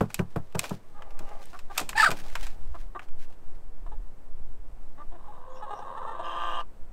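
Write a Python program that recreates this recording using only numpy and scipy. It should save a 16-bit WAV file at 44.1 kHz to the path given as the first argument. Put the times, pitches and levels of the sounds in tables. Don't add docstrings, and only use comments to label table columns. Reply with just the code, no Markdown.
import sys
import numpy as np
from scipy import signal
from scipy.fft import rfft, irfft, next_fast_len
from scipy.io import wavfile
from scipy.ndimage import uniform_filter1d, map_coordinates

SR = 44100
rng = np.random.default_rng(int(sys.argv[2]) if len(sys.argv) > 2 else 0)


def int16_out(signal):
    q = np.round(np.clip(np.atleast_2d(signal).T, -1, 1) * 32767)
    wavfile.write(sys.argv[1], SR, q.astype(np.int16))


def convert_level_to_amplitude(level_db):
    exponent = np.asarray(level_db, float) / 20
    return 10 ** exponent


N = 305195


def unit(x):
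    return x / np.sqrt(np.mean(x ** 2) + 1e-20)


def along(points, hz):
    f, db = np.transpose(points)
    return np.interp(np.log(hz + 0.1), np.log(f + 0.064), db)


def curves(rows, n):
    s, *columns = np.transpose(rows)
    return [np.interp(n / SR, s, column) for column in columns]


def span(rows):
    return np.arange(round(rows[0][0] * SR), min(N, round(rows[-1][0] * SR)))


def wobble(count, rate):
    knots = rng.standard_normal(4000)
    return map_coordinates(knots, [np.arange(count) * rate / SR], mode="wrap")


def tone_phase(hz):
    return 2 * np.pi * np.cumsum(hz) / SR


def coloured(x, points, ratio=1):
    m = next_fast_len(len(x) + 4096)
    gain = convert_level_to_amplitude(along(points, np.fft.rfftfreq(m, 1 / SR) / ratio))
    cepstrum = irfft(np.log(gain + 1e-6), m)
    cepstrum[1:m // 2] *= 2
    cepstrum[m // 2 + 1:] = 0
    return irfft(rfft(x, m) * np.exp(rfft(cepstrum)), m)[:len(x)]


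def noise(count, points):
    return unit(coloured(rng.standard_normal(count), points))


def breathy(pitch_hz, width_hz):
    count = len(pitch_hz)
    spread = wobble(count, width_hz) + 0.8 * wobble(count, 4 * width_hz)
    return spread * np.sin(tone_phase(pitch_hz))


def swell(t, s, hold, db, rise, fall):
    return convert_level_to_amplitude(db - rise * np.clip(s - t, 0, None) - fall * np.clip(t - s - hold, 0, None))


def add(track, s, sound):
    part = track[round(s * SR):][:len(sound)]
    part += sound[:len(part)]


# [t/s, level/dB]
WIND_STRENGTH = [(0, -47), (.1, -59.5), (.8, -64.5), (1.2, -45), (1.75, -52), (2.1, -48), (2.4, -42),
                 (2.68, -36.5), (2.83, -36), (3.0, -49), (3.66, -50), (3.95, -34.5), (4.15, -53),
                 (4.4, -40.5), (4.95, -50.5), (5.2, -45), (5.75, -70), (6.92, -42)]
# [f/Hz, level/dB]
PUSH_COLOUR = [(1, -11), (3, -0.5), (8, -0.5), (16, -22.5), (24, -59.5), (40, -120)]
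BUFFET_COLOUR = [(8, -120), (16, 4), (28, 1.5), (45, -11.5), (70, -15.5), (120, -46), (200, -79.5)]
YARD_COLOUR = [(35, -26), (60, -12.5), (170, -16.5), (450, -20.5), (620, -21.5), (1000, -25.5), (1400, -31),
               (3500, -43.5), (7000, -47), (8300, -43), (9500, -50), (15000, -49.5), (16500, -63.5)]


def weather():
    strength_db = curves(WIND_STRENGTH, np.arange(N))[0]
    swing_db = strength_db - strength_db.mean()
    fade_out = np.clip((N - np.arange(N)) / (SR / 8), 0, 1)
    push = fade_out * convert_level_to_amplitude(-28.5 + 0.58 * swing_db) * noise(N, PUSH_COLOUR)
    buffet = convert_level_to_amplitude(strength_db + 2 + 2.6 * wobble(N, 15.0)) * noise(N, BUFFET_COLOUR)
    flurry = swell(np.arange(N) / SR, s=1.967, hold=0, db=-46, rise=88, fall=22)
    yard = np.hypot(convert_level_to_amplitude(-57.5), flurry) * convert_level_to_amplitude(0.75 * wobble(N, 13.0)) * noise(N, YARD_COLOUR)
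    return push + buffet + yard


# [t/s, hold/s, level/dB, dull share level/dB]
MOVES = [(0, 0.056, -61, -3), (0.036, 2.84, -71, 1.5), (0.101, 0.09, -57.5, 5), (0.19, 0.021, -53.5, -15),
         (0.31, .005, -64, -5), (0.596, 0.074, -44, 8.5), (0.689, 0.056, -54, 11), (0.748, 0.027, -60, -5),
         (1.184, 0.26, -63, 0), (1.396, 0.18, -61, 7), (1.435, 0.0067, -58.5, -6), (1.5, .006, -60, 0),
         (1.534, 0.014, -60, 4), (1.712, 0.082, -59, -3), (1.751, .012, -50.5, -5),
         (1.798, 0.012, -42.5, 14), (1.94, 0.6, -58.5, 1), (2.171, 0.011, -46.5, -5),
         (2.196, 0.012, -48, -7), (2.237, .01, -51.5, -7), (2.254, .015, -55, 15), (2.286, .015, -52, -5),
         (2.328, .01, -54, -9), (2.403, .006, -52, -5), (2.43, .004, -49, 0), (2.43, 0.0073, -40.5, 3),
         (2.503, .004, -60, -9), (2.751, 0.015, -60.5, -11), (2.798, .018, -58.5, -7),
         (2.828, .012, -70, -4), (3.03, .012, -61, 15), (3.051, 0.0092, -72, 0), (3.18, 0.0057, -68, 0),
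         (3.196, .008, -61, -5), (3.215, .01, -60.5, -8), (3.229, 0.013, -59, -2), (3.303, .006, -65, 18),
         (3.326, 0.009, -67.5, -8), (3.506, 0.0035, -70, -5), (3.553, .004, -67.5, -5)]
# [f/Hz, level/dB]
STRAW_COLOUR = [(180, -28.5), (300, 0.5), (456, -19), (1430, -3), (1600, -1), (3140, -7), (5830, -11),
                (13000, -20.5), (15700, -20.5), (16500, -52)]
WOOD_COLOUR = [(300, -30.5), (700, -3.5), (1200, -0.5), (1800, -5), (2500, -7.5), (3300, -15.5),
               (5000, -45.5)]


def rustle():
    t = np.arange(N) / SR
    moves = [swell(t, s, hold, db, rise=880, fall=710) for s, hold, db, _ in MOVES]
    crisp = np.sqrt(sum(move ** 2 for move in moves))
    dull = np.sqrt(sum((move * convert_level_to_amplitude(row[-1])) ** 2 for move, row in zip(moves, MOVES)))
    grains = rng.standard_normal(N) * convert_level_to_amplitude(2.7 * wobble(N, 330) + 1.3 * wobble(N, 45))
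    straw = crisp * unit(coloured(grains, STRAW_COLOUR))
    return straw + convert_level_to_amplitude(-10.5) * dull * unit(coloured(grains, WOOD_COLOUR, 0.64))


# [t/s, peak level/dB, woody part level/dB, t60/s]
LATCH_CLICKS = [(0.0074, -37, 11.5, 0.13), (0.103, -41, 9.5, 0.052), (0.1433, -20, -9, 0.081),
                (0.1922, -30.5, 12.5, 0.03), (0.3598, -40.5, 10, 0.097), (0.524, -48, 4, 0.025),
                (0.5476, -39.5, 3, .03), (0.5528, -30.5, 6.5, 0.016), (0.5923, -12.5, -6.5, 0.042),
                (0.6405, -28, 6.5, 0.1), (0.694, -32, -6, 0.11), (1.0208, -46, 16.5, 0.065),
                (1.106, -47.5, 4, 0.11), (1.191, -34.5, -4, 0.065), (1.29, -46, 3, 0.092),
                (1.456, -58, -25, 0.025), (1.5901, -36.5, 1.5, 0.12), (1.768, -40.5, 12, 0.057),
                (1.7757, -22, -7, 0.25), (1.7787, -12.5, -3.5, 0.14), (1.8015, -27, -9, .05),
                (1.7934, -24, 4, 0.074), (1.814, -31, -1, 0.034), (1.8911, -21.5, -3, 0.13),
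                (1.93, -46.5, 23, 0.015), (2.105, -23, -3, 0.058), (2.114, -22, 2, 0.12),
                (2.3535, -25.5, 8.5, 0.11), (2.4666, -31.5, 2.5, 0.13), (2.993, -45.5, 18.5, 0.082),
                (3.018, -56, 17, 0.22), (3.085, -51.5, 6, 0.045), (3.8655, -59, 8, 0.031),
                (4.6835, -63.5, 0.5, 0.039)]
# [f/Hz, level/dB]
WIRE_COLOUR = [(1470, -34.5), (2500, 4.5), (2750, -3), (6600, -7.5), (7490, -5), (10000, -16.5),
               (13200, -15), (15700, -22.5), (16500, -37)]
EDGE_COLOUR = [(3000, -45), (6500, -9), (8200, 9.5), (10000, -5.5), (13000, -0.5), (16500, -25.5)]


def clicks():
    track, t = np.zeros(N), np.arange(SR // 8) / SR
    for s, db, wood_db, life in LATCH_CLICKS:
        tick = convert_level_to_amplitude(-60 * t / 0.023)
        ring = convert_level_to_amplitude(-9.5 - 60 * t / max(life, 0.005))
        fall = (tick + ring) * (1 - np.exp(-t / 0.0003))
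        body = noise(len(t), WIRE_COLOUR) + convert_level_to_amplitude(wood_db) * noise(len(t), WOOD_COLOUR)
        edge = convert_level_to_amplitude(-1.5 - wood_db - 60 * t / 0.0095) * noise(len(t), EDGE_COLOUR)
        add(track, s, convert_level_to_amplitude(db - 9.0) * (fall * body + edge))
    return track


# [t/s, peak level/dB, slap level/dB, pitch ratio]
BLOWS = [
    (.007, -9.5, -9.5, 1.14),
    (0.19, -12, -11.5, 1.01),
    (0.359, -18, -7, 0.9),
    (0.548, -17.5, -7, 0.99),
    (0.708, -20.5, -8, 1.07),
    (1.203, -36, -3.5, 1.6),
    (1.811, -35.5, 3.5, 1.7),
    (2.09, -31.5, 5, 1.2),
    (2.114, -28.5, -0.5, 2.2),
]
# [f/Hz, level/dB, t60/s]
SHELL_MODES = [(93, -11.5, 0.18), (132, -7, 0.14), (170.6, -3, 0.12), (204.8, -8, 0.12), (274, -9.5, 0.07),
               (378, -9, 0.09), (600, -22.5, 0.088), (780, -21.5, 0.09), (920, -16, 0.066),
               (1238, -28, 0.073), (1610, -31, 0.089)]


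def knocks():
    track, t = np.zeros(N), np.arange(SR // 4) / SR
    slap_colour = [(150, -3.5), (300, -1.5), (600, -3), (1400, -12.5), (2200, -33.0), (5000, -43.0)]
    for s, db, slap_db, ratio in BLOWS:
        ring = np.zeros(len(t))
        for k, (hz, level, life) in enumerate(SHELL_MODES):
            fall = convert_level_to_amplitude(level + 1.5 * rng.normal() - 60 * t / life)
            ring += (-1) ** k * fall * np.sin(2 * np.pi * hz * ratio * t)
        bloom = convert_level_to_amplitude(1.0) * (1 - np.exp(-t / 0.015))
        slap = convert_level_to_amplitude(slap_db - 1.0 - 60 * t / 0.11) * noise(len(t), slap_colour)
        add(track, s, convert_level_to_amplitude(db) * (1 - np.exp(-t / 0.0013)) * (bloom * ring + slap))
    return track


# [t/s, length/s, f/Hz, level/dB, octave level/dB]
PULLET_PEEPS = [
    (1.247, 0.072, 2790, -65, -14),
    (1.332, 0.066, 3800, -86, -20),
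    (5.112, 0.025, 3200, -77, -24),
    (5.497, 0.088, 3370, -70, -1),
    (5.545, 0.068, 2740, -68, 1),
    (5.74, 0.074, 2810, -70, 5.5),
    (5.82, .06, 2850, -81.5, 1),
]


def peeps():
    track = np.zeros(N)
    for s, length, start_hz, db, octave_db in PULLET_PEEPS:
        u = np.linspace(0, 1, round(length * SR))
        pitch_hz = start_hz * (1 + 0.018 * u)
        whistle = breathy(pitch_hz, 113.0) + convert_level_to_amplitude(octave_db) * breathy(2 * pitch_hz, 322)
        add(track, s, convert_level_to_amplitude(db) * np.sin(np.pi * u) ** 0.2 * whistle)
    return track


def syrinx(pitch_hz, rough, throat, ratio, halves=0):
    count = len(pitch_hz)
    phase = tone_phase(pitch_hz * (1 + (0.013 + 0.0373 * rough) * wobble(count, 260)))
    puffs = sum(np.cos(k * phase) for k in range(1, 26))
    puffs = puffs * (1 + halves * np.cos(phase / 2))
    air = (1 + np.cos(phase)) ** 2 * rng.standard_normal(count)
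    share = np.clip(rough, 0, 1) ** 2
    source = np.sqrt(1 - share) * unit(puffs) + np.sqrt(share) * unit(air)
    return unit(coloured(source, throat, ratio))


# [f/Hz, level/dB]
HEN_THROAT = [(250, -22.5), (550, -5.5), (800, -3), (1060, 5.5), (1300, -13), (1500, -18), (1800, -18),
              (2250, -42), (2800, -26), (3300, -33.5), (3650, -25.5), (4150, -36.5), (4600, -49),
              (8000, -43.5), (8700, -34), (10000, -97.5)]
# [t/s, length/s, f/Hz, level/dB, throat ratio]
STARTLED = [
    (0.945, 0.065, 414.6, -51.5, 1.05),
    (1.529, 0.038, 364.5, -44.5, 1.26),
    (1.697, 0.029, 381.5, -42.5, 0.95),
    (1.748, 0.024, 810, -56, 2.3),
    (2.742, 0.0253, 335.4, -41, 1.09),
    (2.947, 0.0273, 364.6, -39, 1.08),
    (3.862, 0.02, 346, -48, 1.065),
    (4.975, 0.057, 292, -48, 1.08),
    (5.114, 0.066, 345, -49.5, .9),
]
CHATTERING = [
    (3.914, 0.037, 425, -46.5, 0.93),
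    (5.279, 0.038, 421, -46, 0.84),
    (5.62, 0.037, 416.6, -39.5, 1.03),
    (5.701, 0.05, 413, -37.5, 1.02),
    (5.787, 0.012, 401, -43, 0.89),
    (5.816, 0.029, 411, -41, 1.01),
    (5.962, 0.036, 433.5, -36.5, 1.07),
    (6.025, 0.024, 433, -40.5, 1.1),
    (6.057, 0.093, 445, -39, 1.08),
    (6.189, 0.03, 340, -36.5, 0.89),
]
STARTLED_GLIDES = [0.022, 0.083, -0.13, .05, -0.14, 0.26, 0.047, 0.054, -0.048]


def clucks():
    track = np.zeros(N)
    open_throat = [(hz, 0.77 * db if hz < 2500 else db) for hz, db in HEN_THROAT]
    startled = (STARTLED, STARTLED_GLIDES, 0.52, open_throat)
    chatter = (CHATTERING, np.zeros(len(CHATTERING)), 0.36, HEN_THROAT)
    for rows, glides, rough, throat in (startled, chatter):
        for (s, length, pitch_hz, db, ratio), glide in zip(rows, glides):
            u = np.linspace(0, 1, round(length * SR))
            arch_hz = pitch_hz * (1 + 0.05 * (np.sin(2.9 * u) - 0.7) + glide * (u - 0.5))
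            shifted = sorted((hz * ratio if hz < 2000 else hz, level) for hz, level in throat)
            hum = convert_level_to_amplitude(-9) * np.sin(tone_phase(arch_hz))
            voice = syrinx(arch_hz, rough, shifted, 0.99) + hum
            shape = np.clip(u / 0.12, 0, 1) * np.clip((1 - u) / 0.25, 0, 1)
            rattle = convert_level_to_amplitude(2.5 * wobble(len(u), 152))
            add(track, s, convert_level_to_amplitude(db) * shape * rattle * voice)
    return track


def between_clucks(depth_db):
    t = np.arange(N) / SR
    busy = sum((t > s) * (t < s + length) * 1. for s, length, *_ in CHATTERING)
    return convert_level_to_amplitude(depth_db * uniform_filter1d(busy, size=300))


def call(rows, manner, throat, ratio, depth_db, halves=0):
    n = span(rows)
    count = len(n)
    pitch_hz, level_db, hum_db = curves(rows, n)
    rough, rough_end, first, last, uneven = manner
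    flutter = np.sin(tone_phase(np.linspace(first, last, count) * (1 + uneven * wobble(count, 29.3))))
    voice = syrinx(pitch_hz, np.linspace(rough, rough_end, count), throat, ratio, halves)
    voice = unit(voice * convert_level_to_amplitude(depth_db * np.minimum(flutter, 0.4) + 0.94 * wobble(count, 32.8)))
    hum = np.sin(tone_phase(pitch_hz + 6 * wobble(count, 41.8)))
    track = np.zeros(N)
    track[n] = convert_level_to_amplitude(level_db) * (voice + convert_level_to_amplitude(hum_db) * hum) * signal.windows.tukey(count, 600 / count)
    return track


# [t/s, f/Hz, level/dB, hum level/dB]
MURMUR_PATH = [
    (1.0, 405, -54, -30),
    (1.2, 401, -56, -30),
    (1.32, 414, -47, -29),
    (1.44, 399, -56.5, -35),
]
# [roughness at start, at end, flutter f/Hz at start, at end, unevenness 0-1]
MURMUR_MANNER = (.88, .88, 40, 41, .3)
# [f/Hz, level/dB]
MURMUR_THROAT = [(250, -20), (550, 4), (800, 3.5), (1100, -0.5), (1500, -14.5), (2000, -15), (2750, -22),
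                 (3300, -35), (5000, -56)]


def murmur():
    return call(MURMUR_PATH, MURMUR_MANNER, MURMUR_THROAT, 1, 4)


# [t/s, f/Hz, level/dB, hum level/dB]
DRONE_PATH = [
    (5.18, 500, -51.5, -25),
    (5.4, 502.4, -48.5, -25),
    (5.48, 522.4, -49, 1.5),
    (5.7, 524, -40.5, -13.5),
    (5.9, 537.8, -41, -3),
    (6.15, 542.6, -33.5, -25),
    (6.18, 545, -47, -19),
    (6.24, 532.2, -38, -14),
    (6.62, 519.6, -42, -23),
]
# [roughness at start, at end, flutter f/Hz at start, at end, unevenness 0-1]
DRONE_MANNER = (.92, .72, 62, 118, .08)


def drone():
    return call(DRONE_PATH, DRONE_MANNER, HEN_THROAT, 1.01, 6) * between_clucks(-8)


# [t/s, f/Hz, level/dB, hum level/dB]
GROWL_PATH = [
    (6.13, 337, -45.5, -5),
    (6.234, 338.4, -43.5, -29),
    (6.243, 337.6, -36.5, -17),
    (6.45, 343.5, -33.5, -21),
    (6.6, 338.2, -34, -22),
    (6.622, 330, -41, -20),
]
# [roughness at start, at end, flutter f/Hz at start, at end, unevenness 0-1]
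GROWL_MANNER = (.42, .45, 111.5, 114.5, .02)
# [f/Hz, level/dB]
GROWL_GAPE = [(250, -55.5), (600, -12.5), (820, -4), (1050, 2.5), (1200, 2.5), (1350, -22), (1540, -9.5),
              (1800, -17.5), (2150, -38), (2500, -23), (3050, -24), (3800, -26), (4200, -41), (5200, -100)]


def growl():
    return call(GROWL_PATH, GROWL_MANNER, GROWL_GAPE, 1.01, 6, halves=0.45)


# [f/Hz, width f/Hz, level/dB, downward glide share, growth level/dB]
NOSTRIL_TONES = [(2770, 150, -16.5, -0.028, 5.5), (3166, 97, -20, -0.0015, 8),
                 (5100, 200, -30.5, 0.041, -6), (6530, 460, -31.5, 0.071, 0), (8350, 440, -37.5, 0.054, 7),
                 (9740, 1000, -44.5, 0.0096, 5.5), (13340, 1400, -44.5, -.04, 3.5),
                 (14800, 1200, -57, .01, 7)]


def wheeze():
    n = span(GROWL_PATH)
    count = len(n)
    u = np.linspace(0, 1, count)
    stretch = np.sin(2.6 * u ** 1.9)
    growl_db = curves(GROWL_PATH, n)[1]
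    track = np.zeros(N)
    for hz, width_hz, db, sag, growth_db in NOSTRIL_TONES:
        phase = tone_phase(hz * (1 - sag * stretch) + width_hz * wobble(count, 1500))
        track[n] += convert_level_to_amplitude(growl_db + db + growth_db * u + 3.6 * wobble(count, 228)) * np.sin(phase)
    gasp = swell(n / SR, s=6.603, hold=0.018, db=-63, rise=400, fall=900)
    track[n] += gasp * noise(count, [(3000, -34), (4200, 6), (5600, 0), (6500, -9), (9000, -23)])
    track[n] *= np.clip((u - 0.17) / 0.06, 0.15, 1) * signal.windows.tukey(count, 0.03)
    return track


# [t/s, start f/Hz, end f/Hz, strongest line level/dB, octave-below level/dB]
REGISTERS = [
    (1.948, 1600, 1800, -36, -28),
    (1.976, 1800, 1780, -18, -24),
    (1.988, 2050, 2000, -28, -27),
    (1.997, 1750, 1730, -12, -23),
    (2.012, 1740, 1800, -21, -23),
    (2.027, 1330, 1260, -11, -38),
    (2.043, 1850, 1800, -19, -28),
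    (2.052, 1400, 1450, -21, -31),
    (2.058, 1600, 1290, -15, -32),
    (2.08, 1320, 1250, -36, -50),
]
# [t/s, level/dB]
RASP_LEVEL = [(1.945, -74.5), (1.965, -43), (1.98, -30), (2.03, -29), (2.07, -32), (2.088, -41), (2.1, -47)]
# [f/Hz, level/dB]
BEAK_COLOUR = [(500, -43.5), (860, -17), (1300, -11), (1800, -14.5), (2300, -11), (3200, -19.5),
               (3900, -17), (4200, -29.5), (4650, -12), (5200, -24), (6200, -29), (8300, -19),
               (9500, -31.5), (16500, -39)]


def squawk():
    track = np.zeros(N)
    n = span(RASP_LEVEL)
    rasp_db = curves(RASP_LEVEL, n)[0]
    track[n] = convert_level_to_amplitude(rasp_db + 0.5 + 2.5 * wobble(len(n), 219.3)) * noise(len(n), BEAK_COLOUR)
    track[n] += convert_level_to_amplitude(rasp_db - 10) * breathy(np.interp(n / SR, [1.98, 2.04], [3900, 4700]), 260)

    stops = [row[0] for row in REGISTERS[1:]] + [2.092]
    path = []
    for (s, start_hz, end_hz, db, low_db), stop in zip(REGISTERS, stops):
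        path.append((s + 0.003, start_hz, db, low_db))
        path.append((stop - 0.001, end_hz, db - 3.5, low_db))
    path.sort()
    n = span(path)
    count = len(n)
    pitch_hz, line_db, low_db = curves(path, n)
    phase = tone_phase(pitch_hz + 20 * wobble(count, 300))
    line = np.sin(phase) + convert_level_to_amplitude(-24) * np.sin(2 * phase) + convert_level_to_amplitude(-22.0) * np.sin(3 * phase)
    low = np.sin(phase / 2) + convert_level_to_amplitude(-12.5) * np.sin(3 * phase / 2) + convert_level_to_amplitude(-20.5) * np.sin(5 * phase / 2)
    lines = convert_level_to_amplitude(line_db + 0.62 * wobble(count, 250)) * line
    lines += convert_level_to_amplitude(low_db + 1.1 * wobble(count, 200)) * low
    track[n] += lines * signal.windows.tukey(count, 0.08)
    return track


# [delay t/s, level/dB]
BOARD_ECHOES = [(.0021, -28.5), (.0047, -26.5), (.0083, -18), (.0131, -16), (.019, -38.5)]


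def coop(x):
    t = np.arange(SR // 5) / SR
    tail = convert_level_to_amplitude(-60 * t / 0.071) * noise(len(t), WOOD_COLOUR)
    out = x + convert_level_to_amplitude(-18) * signal.fftconvolve(x, tail / np.linalg.norm(tail))[:N]
    for k, (s, db) in enumerate(BOARD_ECHOES):
        out += convert_level_to_amplitude(db) * (-1) ** k * np.pad(x, (round(s * SR), 0))[:N]
    return out


def scene():
    long_calls = murmur() + drone() + growl() + wheeze()
    inside = coop(peeps() + clucks() + long_calls + squawk())
    outside = weather() + rustle() + clicks() + knocks()
    return (inside + outside)[None]


def band_limit(x):
    return signal.sosfilt(signal.butter(12, 16430, fs=SR, output="sos"), x)


def record(dry):
    edge = signal.butter(12, 15900, fs=SR, output="sos")
    return band_limit(signal.sosfilt(edge, dry))


dry = scene()
out = record(dry)
int16_out(out)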